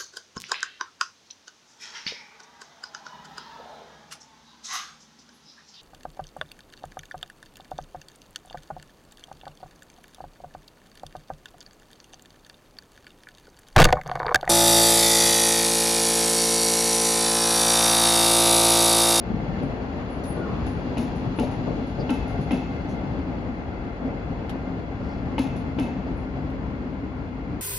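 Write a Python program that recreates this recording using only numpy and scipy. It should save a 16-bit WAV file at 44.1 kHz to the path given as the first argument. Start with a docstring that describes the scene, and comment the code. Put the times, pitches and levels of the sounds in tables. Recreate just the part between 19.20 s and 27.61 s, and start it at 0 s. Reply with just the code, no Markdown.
"""A rail yard, heard from above and some way off, as a double-deck train rolls slowly through.
Locomotives underneath drone and hum as coloured noise; their machinery comes forward with the last coach.
Bogies jolt in the points as blows of noise; wheels rumble, roar, hiss and ring as shaped noise.
Each bogie knocks twice over a joint: noise cracks and scrapes, with sine thuds and ringing wheel modes.
Flanges chirp and tick as noise and groan as rough tones; small dry snaps of noise sit near the microphone."""
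import sys
import numpy as np
from scipy import signal
from scipy.fft import rfft, irfft, next_fast_len
from scipy.io import wavfile
from scipy.ndimage import uniform_filter1d

SR = 44100
rng = np.random.default_rng(int(sys.argv[2]) if len(sys.argv) > 2 else 0)


def file_out(sig):
    """Save sig as 16-bit WAV at sys.argv[1]."""
    # one column per channel
    cols = np.atleast_2d(sig).T
    # limit, then scale
    lim = np.clip(cols, -1, 1)
    pcm = np.round(lim * 32767).astype(np.int16)
    wavfile.write(sys.argv[1], SR, pcm)


N = 370876
TIME = np.arange(N) / SR
SIZE = next_fast_len(N, True)
BINS = np.maximum(np.arange(SIZE // 2 + 1) * SR / SIZE, 1)  # Hz

# Levels are relative: the functions add trims, wavering and coloured noise.
# Two microphone ports: their spacing, the share and lead of sound straight from the right,
# and the greatest likeness of the two signals
PORT_SPACING_M, DIRECT_SHARE, RIGHT_LEAD_S, PORT_LIKENESS = .125, .16, .00021, .93
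SOUND_SPEED_M_PER_S = 343
STEEL_RIPPLE_DB = 2.2
CUTOFF_HZ = 15900
# balance of the ports: pitch_hz, left_minus_right_db
PORT_BALANCE = [(40, 2), (130, 5), (260, 1.5), (520, 5), (1000, 3.5), (2000, 3), (4500, 1.5), (12000, -1.5)]

# diesel drone: steady level, depth and rate of its wavering, half-length of a swell
DRONE_DB, WAVER_DB, WAVER_HZ, SWELL_S = -37, 0.7, 4.4, 0.079
# swells of the drone: peak_s, rise_db
DRONE_SWELLS = [(1.44, 6), (3.04, 7), (6.96, 5), (7.39, 4)]
# exhaust drone spectrum: pitch_hz, density_db_per_hz
DRONE_COLOUR = [(12, -69.5), (22, -40.5), (30, -15), (40, -2), (50, 9.5), (66, 7.5), (80, 4), (110, -28.5),
                (200, -76.5), (1000, -110)]
# locomotive machinery, uncovered by the last coach: time_s, level_db
MACHINERY_LEVELS = [(0, -63), (5, -46), (7.2, -42), (8.41, -41)]
# its hum and whirr: pitch_hz, density_db_per_hz
MACHINERY_COLOUR = [(180, -28), (262, -1), (370, -27.5), (750, -32.5), (1050, -22.5), (1300, -34),
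                    (1403, -22.5), (1500, -34), (2000, -37.5), (2100, -26), (2200, -36), (8000, -79.5)]

# the track hums under a passing load: start_s, level_db, t60_s
TRACK_HUMS = [(.415, -23.5, .3), (2.58, -28, 0.47), (3.69, -38, .25), (4.819, -25.5, 0.56),
              (5.125, -33, 0.14)]

# dull bumps of the bogies in the points, and rebounds just after some joint blows: start_s, body_boom_db,
# frame_clunk_db, t60_s
BOGIE_BUMPS = [(0.101, -24.5, -45, 0.99), (.285, -25, -42, 0.23), (.415, -29, -36.5, 0.66),
               (1.099, -29, -44, 0.4), (1.168, -37, -31, 0.53), (1.955, -28, -53, 0.25),
               (2.063, -18, -35, 0.12), (2.203, -39, -23, 0.12), (2.232, -18, -25.5, 0.097),
               (2.47, -30.5, -30, 0.39), (2.575, -35, -36, 0.41), (2.787, -23.5, -28, 0.31),
               (3.19, -15, -29, 0.077), (3.335, -15.5, -32, 0.091), (3.719, -24, -48, 0.11),
               (4.821, -37, -36.5, 0.42), (4.875, -41, -35, 0.35), (5.112, -46, -36, 0.16),
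               (5.94, -33, -53, .4), (6.6, -23, -37, 0.15), (6.862, -34, -33, 0.11)]
# weaker jolts at random between them
JOLTS_PER_S, JOLT_BOOM_DB, JOLT_CLUNK_DB, JOLT_SPREAD_DB, JOLT_T60_S = 1, -33.5, -39, 5, 0.13
# coach body boom: pitch_hz, density_db_per_hz
BOOM_COLOUR = [(60, -19.5), (125, 8.5), (175, 12), (240, -1.5), (320, -8), (700, -57.5), (3000, -100)]
# bogie frame clunk: pitch_hz, density_db_per_hz
CLUNK_COLOUR = [(150, -17), (320, -9), (450, -2), (600, -6), (900, -19.5), (2000, -43), (6000, -53),
                (10000, -98.5)]

# rolling wheels: time_s, rumble_db, roar_db, rail_hiss_db
ROLLING_LEVELS = [(0.0, -34, -39, -52.5), (0.37, -33, -36.5, -50), (0.61, -35, -36.5, -52),
                  (1.64, -31.5, -36, -49.5), (3.32, -31.5, -38.5, -50), (4.14, -32.5, -38, -54),
                  (4.66, -35, -38.5, -55), (6.44, -32.5, -40, -54.5), (7.3, -34, -40, -56),
                  (8.41, -34.5, -42.5, -57)]
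# ring of the rolling wheels: time_s, level_db
RING_LEVELS = [(0, -41), (1.6, -60), (3.0, -42), (4.0, -45.5), (5.2, -46), (6.4, -46), (7.3, -53.5),
               (8.41, -52)]
# rumble of sleepers and coach bodies: pitch_hz, density_db_per_hz
RUMBLE_COLOUR = [(50, -19.5), (80, -3), (105, 1.5), (135, -1.5), (190, 0.5), (222, -3.5), (256, 4.5),
                 (282, -1.5), (320, -6.5), (400, -18.5), (600, -27), (1200, -107.5), (4000, -110)]
# roar of the rails: pitch_hz, density_db_per_hz
ROAR_COLOUR = [(200, -13.5), (330, 1.5), (440, 1.5), (620, -2.5), (830, -4), (1000, -9), (1300, -13.5),
               (1700, -17.5), (2300, -20), (3200, -33), (6000, -78), (9000, -82.5)]
# hiss of the rails: pitch_hz, density_db_per_hz
HISS_COLOUR = [(900, -26.5), (1800, 2), (2450, 3.5), (2700, 13.5), (3100, 5), (3370, 10.5), (3750, 2),
               (4100, 7), (4900, 3), (5600, -4.5), (7000, -5.5), (8200, -38), (10300, -12), (12000, -22.5),
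               (13200, -47), (15000, -33.5), (16000, -42.5)]
# wheel and rail modes excited by rolling: pitch_hz, width_hz, level_db
ROLLING_MODES = [(445, 12, 2), (570, 20, 0), (698, 14, 2.5), (780, 22, 1), (850, 16, 0), (1403, 20, -5.5),
                 (1565, 25, -11), (2095, 60, -4.5), (2620, 14, -14.5), (3370, 30, -21)]

# flanges chirp on the rail head: start_s, level_db, rub_s
FLANGE_CHIRPS = [(0.424, -67, 0.012), (0.896, -65, 0.023), (1.048, -50, 0.051), (1.465, -67, 0.066),
                 (1.772, -57, .01), (2.155, -62, .02), (6.963, -74, 0.023)]
CHIRP_ATTACK_S, CHIRP_T60_S = 0.0072, 0.29
# flange squeal modes: pitch_hz, width_hz, level_db
SQUEAL_MODES = [(9900, 450, -3), (10345, 40, 9), (10570, 55, 5.5), (10600, 330, 4), (10860, 14, 0),
                (14400, 500, -13)]
# a wheel groans in the curve: peak_s, pitch_hz, glide_hz_per_s, roughness_hz, level_db, half_length_s
WHEEL_GROANS = [(.35, 1780, -100, 60, -57, .045), (1.18, 1130, 0, 90, -51.5, .035),
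                (1.228, 1428, -350, 30, -51.5, .07), (1.3, 1105, -300, 75, -46.5, .04),
                (1.38, 1150, 0, 160, -49.5, .07), (2.81, 4750, 0, 260, -54, .016),
                (3.715, 6200, 0, 550, -68, .035), (5.9, 4700, 0, 900, -68, .1)]
# light ticks of the running gear: start_s, level_db
GEAR_TICKS = [(1.035, -51.5), (1.462, -53.5), (2.312, -58.5), (2.668, -63), (3.208, -58), (3.69, -61)]
# the leading wheel ticks again past the joint, at a level against its crack;
# the gently rising speed sets the delay
TICK_PAST_JOINT_M, LATE_TICK_DB = 1.11, -23
SPEED_M_PER_S, GAIN_M_PER_S2 = 5.93, .0367

# dry snaps near the microphone: start_s, level_db
DRY_SNAPS = [(5.2944, -34.5), (7.302, -52)]
# their spectrum: pitch_hz, density_db_per_hz
SNAP_COLOUR = [(200, 8), (900, 14), (2500, 7), (3800, 9), (6000, -2), (8500, -11), (11000, -1),
               (13000, -13), (15500, -16)]

# axles cross the joint, two to a bogie:
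# start_s, crack_db, thud_db, thud_hz, scrape_db, wheel_ring_db
AXLES = [(1.77, -36.5, -18.5, 236, -43, -49), (2.1865, -34.5, -18, 245, -44, -47),
         (2.8935, -34.5, -16.5, 252, -45, -38), (3.3075, -34.5, -16, 252, -46.5, -38),
         (6.1805, -33.5, -14.8, 262, -42, -40.5), (6.5858, -36.5, -16.5, 262, -46, -41)]
# first touch of wheel on rail end: pitch_hz, density_db_per_hz
IMPACT_COLOUR = [(700, -20), (2000, 0), (3000, 0), (3700, -12), (8500, -38), (10500, -26), (16000, -50)]
# crack of steel on steel: pitch_hz, density_db_per_hz
CRACK_COLOUR = [(120, -4.5), (300, 8), (500, 10.5), (900, 13.5), (1300, -13), (2000, -5.5), (2700, -3),
                (3500, -11), (5000, -17), (7000, -20.5), (8500, -52.5), (16000, -35)]
# scrape of tread or flange on rail: pitch_hz, density_db_per_hz
SCRAPE_COLOUR = [(1000, -35), (2700, -8), (3600, 9), (5000, 4), (7000, 1.5), (8300, -28), (9400, -2),
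                 (10300, 7.5), (11800, -10), (13300, -14), (14800, -10.5), (16000, -21)]
# damped rail resonances of a blow: pitch_hz, width_hz, level_db
CLACK_MODES = [(430, 50, 2), (560, 70, 0), (860, 55, 0), (1340, 45, -5)]
# damped wheel resonances of a blow: pitch_hz, width_hz, level_db
CLANG_MODES = [(2130, 35, 0), (2620, 25, -3), (2780, 90, -1), (2970, 40, -2), (3450, 50, -9),
               (4020, 70, -12)]
# against each crack: its clack, its clang and its broadband part
CLACK_DB, CLANG_DB, BODY_DB = -0.5, -13, -5
# modes of a struck wheel: pitch_hz, level_db, t60_s
STRUCK_MODES = [(470, 3, .2), (861, 2, .3), (1110, -6, .2), (1350, -4, .22), (1556, -4, .3),
                (2100, -8, .55), (2130, -5, .3), (2616, -4.5, .85), (2630, -5.5, .6), (2720, -10, .25),
                (2995, -9, .3), (3380, -13, .6), (4030, -17, .35), (4985, -21, .4), (5975, -25, .3),
                (10330, -25, .25)]


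def from_db(db):
    """Decibels to gain."""
    return 10 ** (np.asarray(db) / 20)


def in_time(rows):
    """Each column of a level table, interpolated at every sample."""
    time_s, *columns = np.transpose(rows)
    return [np.interp(TIME, time_s, column) for column in columns]


def colour(points):
    """Gain at every frequency from a spectrum, interpolated over log frequency."""
    hz, db = np.transpose(points)
    return from_db(np.interp(np.log(BINS), np.log(hz), db))


def resonances(modes):
    """Gain of a set of steep-sided modes; a mode's power does not depend on its width."""
    return sum(from_db(db) / np.sqrt(width) / (1 + ((BINS - hz) / width) ** 2) for hz, width, db in modes)


def drift(rate):
    """Random wavering with spread 1, mostly slower than the rate in Hz."""
    slow = irfft(rfft(rng.standard_normal(SIZE)) / (1 + (BINS / rate) ** 2), SIZE)[:N]
    return slow / slow.std()


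def fading(rate, depth):
    """Complex gain of a steady part plus random drift; rms 1."""
    return (1 + depth * (drift(rate) + 1j * drift(rate))) / np.sqrt(1 + 2 * depth ** 2)


def noise(gain, ripple_db=1.0, direct=DIRECT_SHARE, lead=RIGHT_LEAD_S):
    """Coloured noise at the two ports, rippled as by many small steel modes; their mean has rms 1."""
    ripple = signal.fftconvolve(rng.standard_normal(len(BINS)), np.hanning(701), "same")
    ripple_depth = ripple_db * np.minimum(BINS / 2000, 1)
    gain = gain * from_db(ripple_depth * ripple / ripple.std())
    diffuse = np.sinc(2 * BINS * PORT_SPACING_M / SOUND_SPEED_M_PER_S)  # long waves reach both alike
    straight = np.exp(2j * np.pi * BINS * lead)
    alike = PORT_LIKENESS * ((1 - direct) * diffuse + direct * straight)
    left, own = rfft(rng.standard_normal((2, SIZE))) * gain / np.sqrt(1 + alike.real)
    right = alike * left + np.sqrt(np.maximum(1 - abs(alike) ** 2, 0)) * own
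    lean = np.sqrt(colour(PORT_BALANCE))
    pair = irfft(np.array([left * lean, right / lean]), SIZE)[:, :N]
    return pair / pair.mean(axis=0).std()


def from_joint(gain):
    """Noise that comes mostly straight from the joint, almost ahead."""
    return noise(gain, STEEL_RIPPLE_DB, direct=.68, lead=.00002)


def from_flange(gain):
    """Noise that comes mostly straight from the wheel's contact with the rail."""
    return noise(gain, STEEL_RIPPLE_DB, direct=.82, lead=-.00001)


def steady(pair, seconds):
    """Evens out the slow swells of a narrow noise by its running power."""
    power = uniform_filter1d(pair.mean(axis=0) ** 2, int(seconds * SR))
    return pair / np.sqrt(np.maximum(power, 0) + 1e-9)


def blows(times, levels_db, rise, t60):
    """Envelope of blows that swell quickly and die away, each at most a second long."""
    out = np.zeros(N)
    for s, db in zip(times, levels_db):
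        start = int(max(s, 0) * SR)
        age = TIME[:min(SR, N - start)]
        decay = from_db(db - 60 * age / t60)
        out[start:start + len(age)] += decay * (1 - np.exp(-age / rise))
    return out


def diesels():
    """Exhaust drone of the locomotives: low noise, wavering slowly and swelling now and then."""
    swell_db = sum(db * np.exp(-((TIME - s) / SWELL_S) ** 2) for s, db in DRONE_SWELLS)
    level = from_db(DRONE_DB + WAVER_DB * drift(WAVER_HZ) + swell_db)
    return level * steady(noise(colour(DRONE_COLOUR)), seconds=0.18)


def machinery():
    """Hum and whirr of the locomotives: peaked noise that grows as the last coach uncovers it."""
    level_db, = in_time(MACHINERY_LEVELS)
    return from_db(level_db) * noise(colour(MACHINERY_COLOUR))


def track():
    """The loaded track swings at its own resonance: bursts of narrow noise."""
    swing = sum(blows([s], [db], rise=.005, t60=t60) for s, db, t60 in TRACK_HUMS)
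    return swing * steady(noise(resonances([(252, 23, 0)])), seconds=.05)


def jolts():
    """Weak jolts at random moments, as rows like those of the bumps."""
    chances = rng.random((40, 3))
    times = np.cumsum(-np.log(1 - chances[:, 0])) / JOLTS_PER_S
    spreads_db = JOLT_SPREAD_DB * (2 * chances[:, 1:] - 1)
    return [(s, JOLT_BOOM_DB + boom, JOLT_CLUNK_DB + clunk, JOLT_T60_S)
            for s, (boom, clunk) in zip(times, spreads_db) if s < TIME[-1]]


def bumps():
    """Bogies jolt through the points and rebound after some joint blows: the coach body booms and the frame
    clunks."""
    rows = BOGIE_BUMPS + jolts()
    boom = sum(blows([s], [db], rise=0.0037, t60=t60) for s, db, _, t60 in rows)
    clunk = sum(blows([s], [db], rise=0.0011, t60=t60) for s, _, db, t60 in rows)
    body = boom * steady(noise(colour(BOOM_COLOUR)), seconds=0.036)
    frame = clunk * steady(noise(colour(CLUNK_COLOUR)), seconds=0.018)
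    return body + frame


def snaps():
    """Small dry snaps near the microphone: short noise, with a brief rustle after each."""
    s, db = np.transpose(DRY_SNAPS)
    snap = blows(s, db, rise=.0005, t60=.02)
    rustle = blows(s + 0.0026, db - 7.0, rise=0.0032, t60=0.085)
    return (snap + rustle) * noise(colour(SNAP_COLOUR))


def speed(s):
    """Speed of the train in metres a second."""
    return SPEED_M_PER_S + GAIN_M_PER_S2 * s


def chirps():
    """Envelope of the flange chirps: each swells, holds while the flange rubs, and rings out."""
    out = np.zeros(N)
    for s, db, rub in FLANGE_CHIRPS:
        age = np.maximum(TIME - s, 0)
        decay_db = 60 * np.maximum(age - rub, 0) / CHIRP_T60_S
        out += from_db(db - decay_db) * (1 - np.exp(-age / CHIRP_ATTACK_S))
    return out


def groans():
    """A wheel groans and rasps in the curve: gliding tones roughened by an unsteady grip."""
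    out = np.zeros(N)
    for s, hz, glide, rough_hz, db, length in WHEEL_GROANS:
        grip = fading(rate=rough_hz, depth=3)
        turns = np.cumsum(hz + glide * (TIME - s)) / SR
        tone = (grip * np.exp(2j * np.pi * turns)).real
        out += from_db(db + 8.0) * np.exp(-((TIME - s) / length) ** 2) * tone
    return out


def flanges():
    """Flanges stick and slip on the rail: thin chirps, a few rough groans, light ticks."""
    late = [(s + TICK_PAST_JOINT_M / speed(s), db + LATE_TICK_DB) for s, db, *_ in AXLES[::2]]
    chirp = chirps() * from_db(1.8 * drift(rate=50)) * from_flange(resonances(SQUEAL_MODES))
    tick = blows(*np.transpose(GEAR_TICKS + late), rise=0.0015, t60=0.26)
    return chirp + groans() + tick * noise(colour(SCRAPE_COLOUR), ripple_db=STEEL_RIPPLE_DB)


def rolling():
    """Rough steel shakes sleepers and coach bodies, the rails roar and hiss, the wheels ring."""
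    rumble_db, roar_db, hiss_db = in_time(ROLLING_LEVELS)
    ring_db, = in_time(RING_LEVELS)
    tread = drift(rate=11.0)  # uneven tread shakes rumble, roar and hiss together
    rumble_gain = from_db(rumble_db + 1.55 + 1.27 * tread)
    rumble = rumble_gain * steady(noise(colour(RUMBLE_COLOUR)), seconds=0.27)
    roar = from_db(roar_db + 0.29 + 0.75 * tread) * noise(colour(ROAR_COLOUR))
    grit = .5 * tread + .4 * drift(rate=70)
    hiss = from_db(hiss_db - 5.0 + grit) * noise(colour(HISS_COLOUR))
    ring = from_db(ring_db - 0.5 + 2.2 * drift(rate=10.0)) * noise(resonances(ROLLING_MODES))
    return rumble + roar + hiss + ring


def thuds(knock_hz, knock_t60, knock_db, lag, swell):
    """A wheel drops off the rail end with a knock; the track then swings up and dies away."""
    out = np.zeros(N)
    age = TIME[:SR // 2]
    for s, crack_db, thud_db, hz, *_ in AXLES:
        start = int(s * SR)
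        knock_gain = from_db(crack_db + knock_db - 60 * age / knock_t60)
        knock = knock_gain * np.sin(2 * np.pi * knock_hz * age)
        growth = np.maximum(age - lag, 0) / swell
        swing_gain = from_db(thud_db) * growth * np.exp(1 - growth)
        swing = swing_gain * np.sin(2 * np.pi * hz * (age - lag))
        out[start:start + len(age)] += knock + swing
    return out * from_db([[1.0], [-1.0]])  # a little to the left


def struck_wheels():
    """Each blow sets the wheel's modes ringing; each mode fades in its own way at each port."""
    out, age = np.zeros((2, N)), TIME[:SR]
    paths = fading(rate=24, depth=.8)
    contact = 1 - np.exp(-age / 0.0027)  # the contact builds up over a few milliseconds
    for s, *_, ring_db in AXLES:
        start = int(s * SR)
        for hz, db, t60 in STRUCK_MODES:
            strength = from_db(ring_db + db - 60 * age / t60)
            own = paths[rng.integers(0, N - SR, (2, 1)) + np.arange(SR)]
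            tone = (own * np.exp(2j * np.pi * (hz * age + rng.random()))).real
            out[:, start:start + SR] += contact * strength * tone
    return out


def joints():
    """Steel cracks on steel, the tread lands on the next rail with a scrape, and the yard scatters it back."""
    s, crack_db, thud_db, _, scrape_db, _ = np.transpose(AXLES)
    crack = blows(s, crack_db + 7, rise=.0007, t60=.15)
    impact = blows(s, crack_db - 1, rise=.0005, t60=.085) * from_joint(colour(IMPACT_COLOUR))
    scatter = blows(s + 0.019, crack_db, rise=0.029, t60=0.82)
    landing = blows(s + 0.01, scrape_db + 5.5, rise=.0005, t60=.04)
    scrape = blows(s + 0.019, scrape_db + 6.5, rise=0.041, t60=0.19)
    afterswing = blows(s + .058, thud_db - 8, rise=.01, t60=.17)
    clank = (from_db(BODY_DB) * crack + scatter) * from_joint(colour(CRACK_COLOUR))
    for modes, db in (CLACK_MODES, CLACK_DB), (CLANG_MODES, CLANG_DB):
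        clank += from_db(db) * crack * steady(from_joint(resonances(modes)), seconds=0.038)
    rough_scrape = scrape * from_db(1.1 * drift(rate=180))
    bright = (landing + rough_scrape) * from_flange(colour(SCRAPE_COLOUR))
    boom = afterswing * steady(noise(resonances([(262.0, 16, 0)])), seconds=0.14)
    thud = thuds(knock_hz=295, knock_t60=.08, knock_db=16.5, lag=.012, swell=.0105)
    return impact + clank + bright + boom + thud + struck_wheels()


def scene():
    """The passing train over the drone of the yard."""
    yard = diesels() + machinery() + track()
    train = bumps() + flanges() + rolling() + joints()
    return yard + snaps() + train


def record(dry):
    """The microphone's top end is cut steeply by an elliptic low-pass."""
    steep = signal.ellip(10, .1, 90, CUTOFF_HZ, fs=SR, output="sos")
    return signal.sosfilt(steep, dry)


dry = scene()
out = record(dry)
file_out(out)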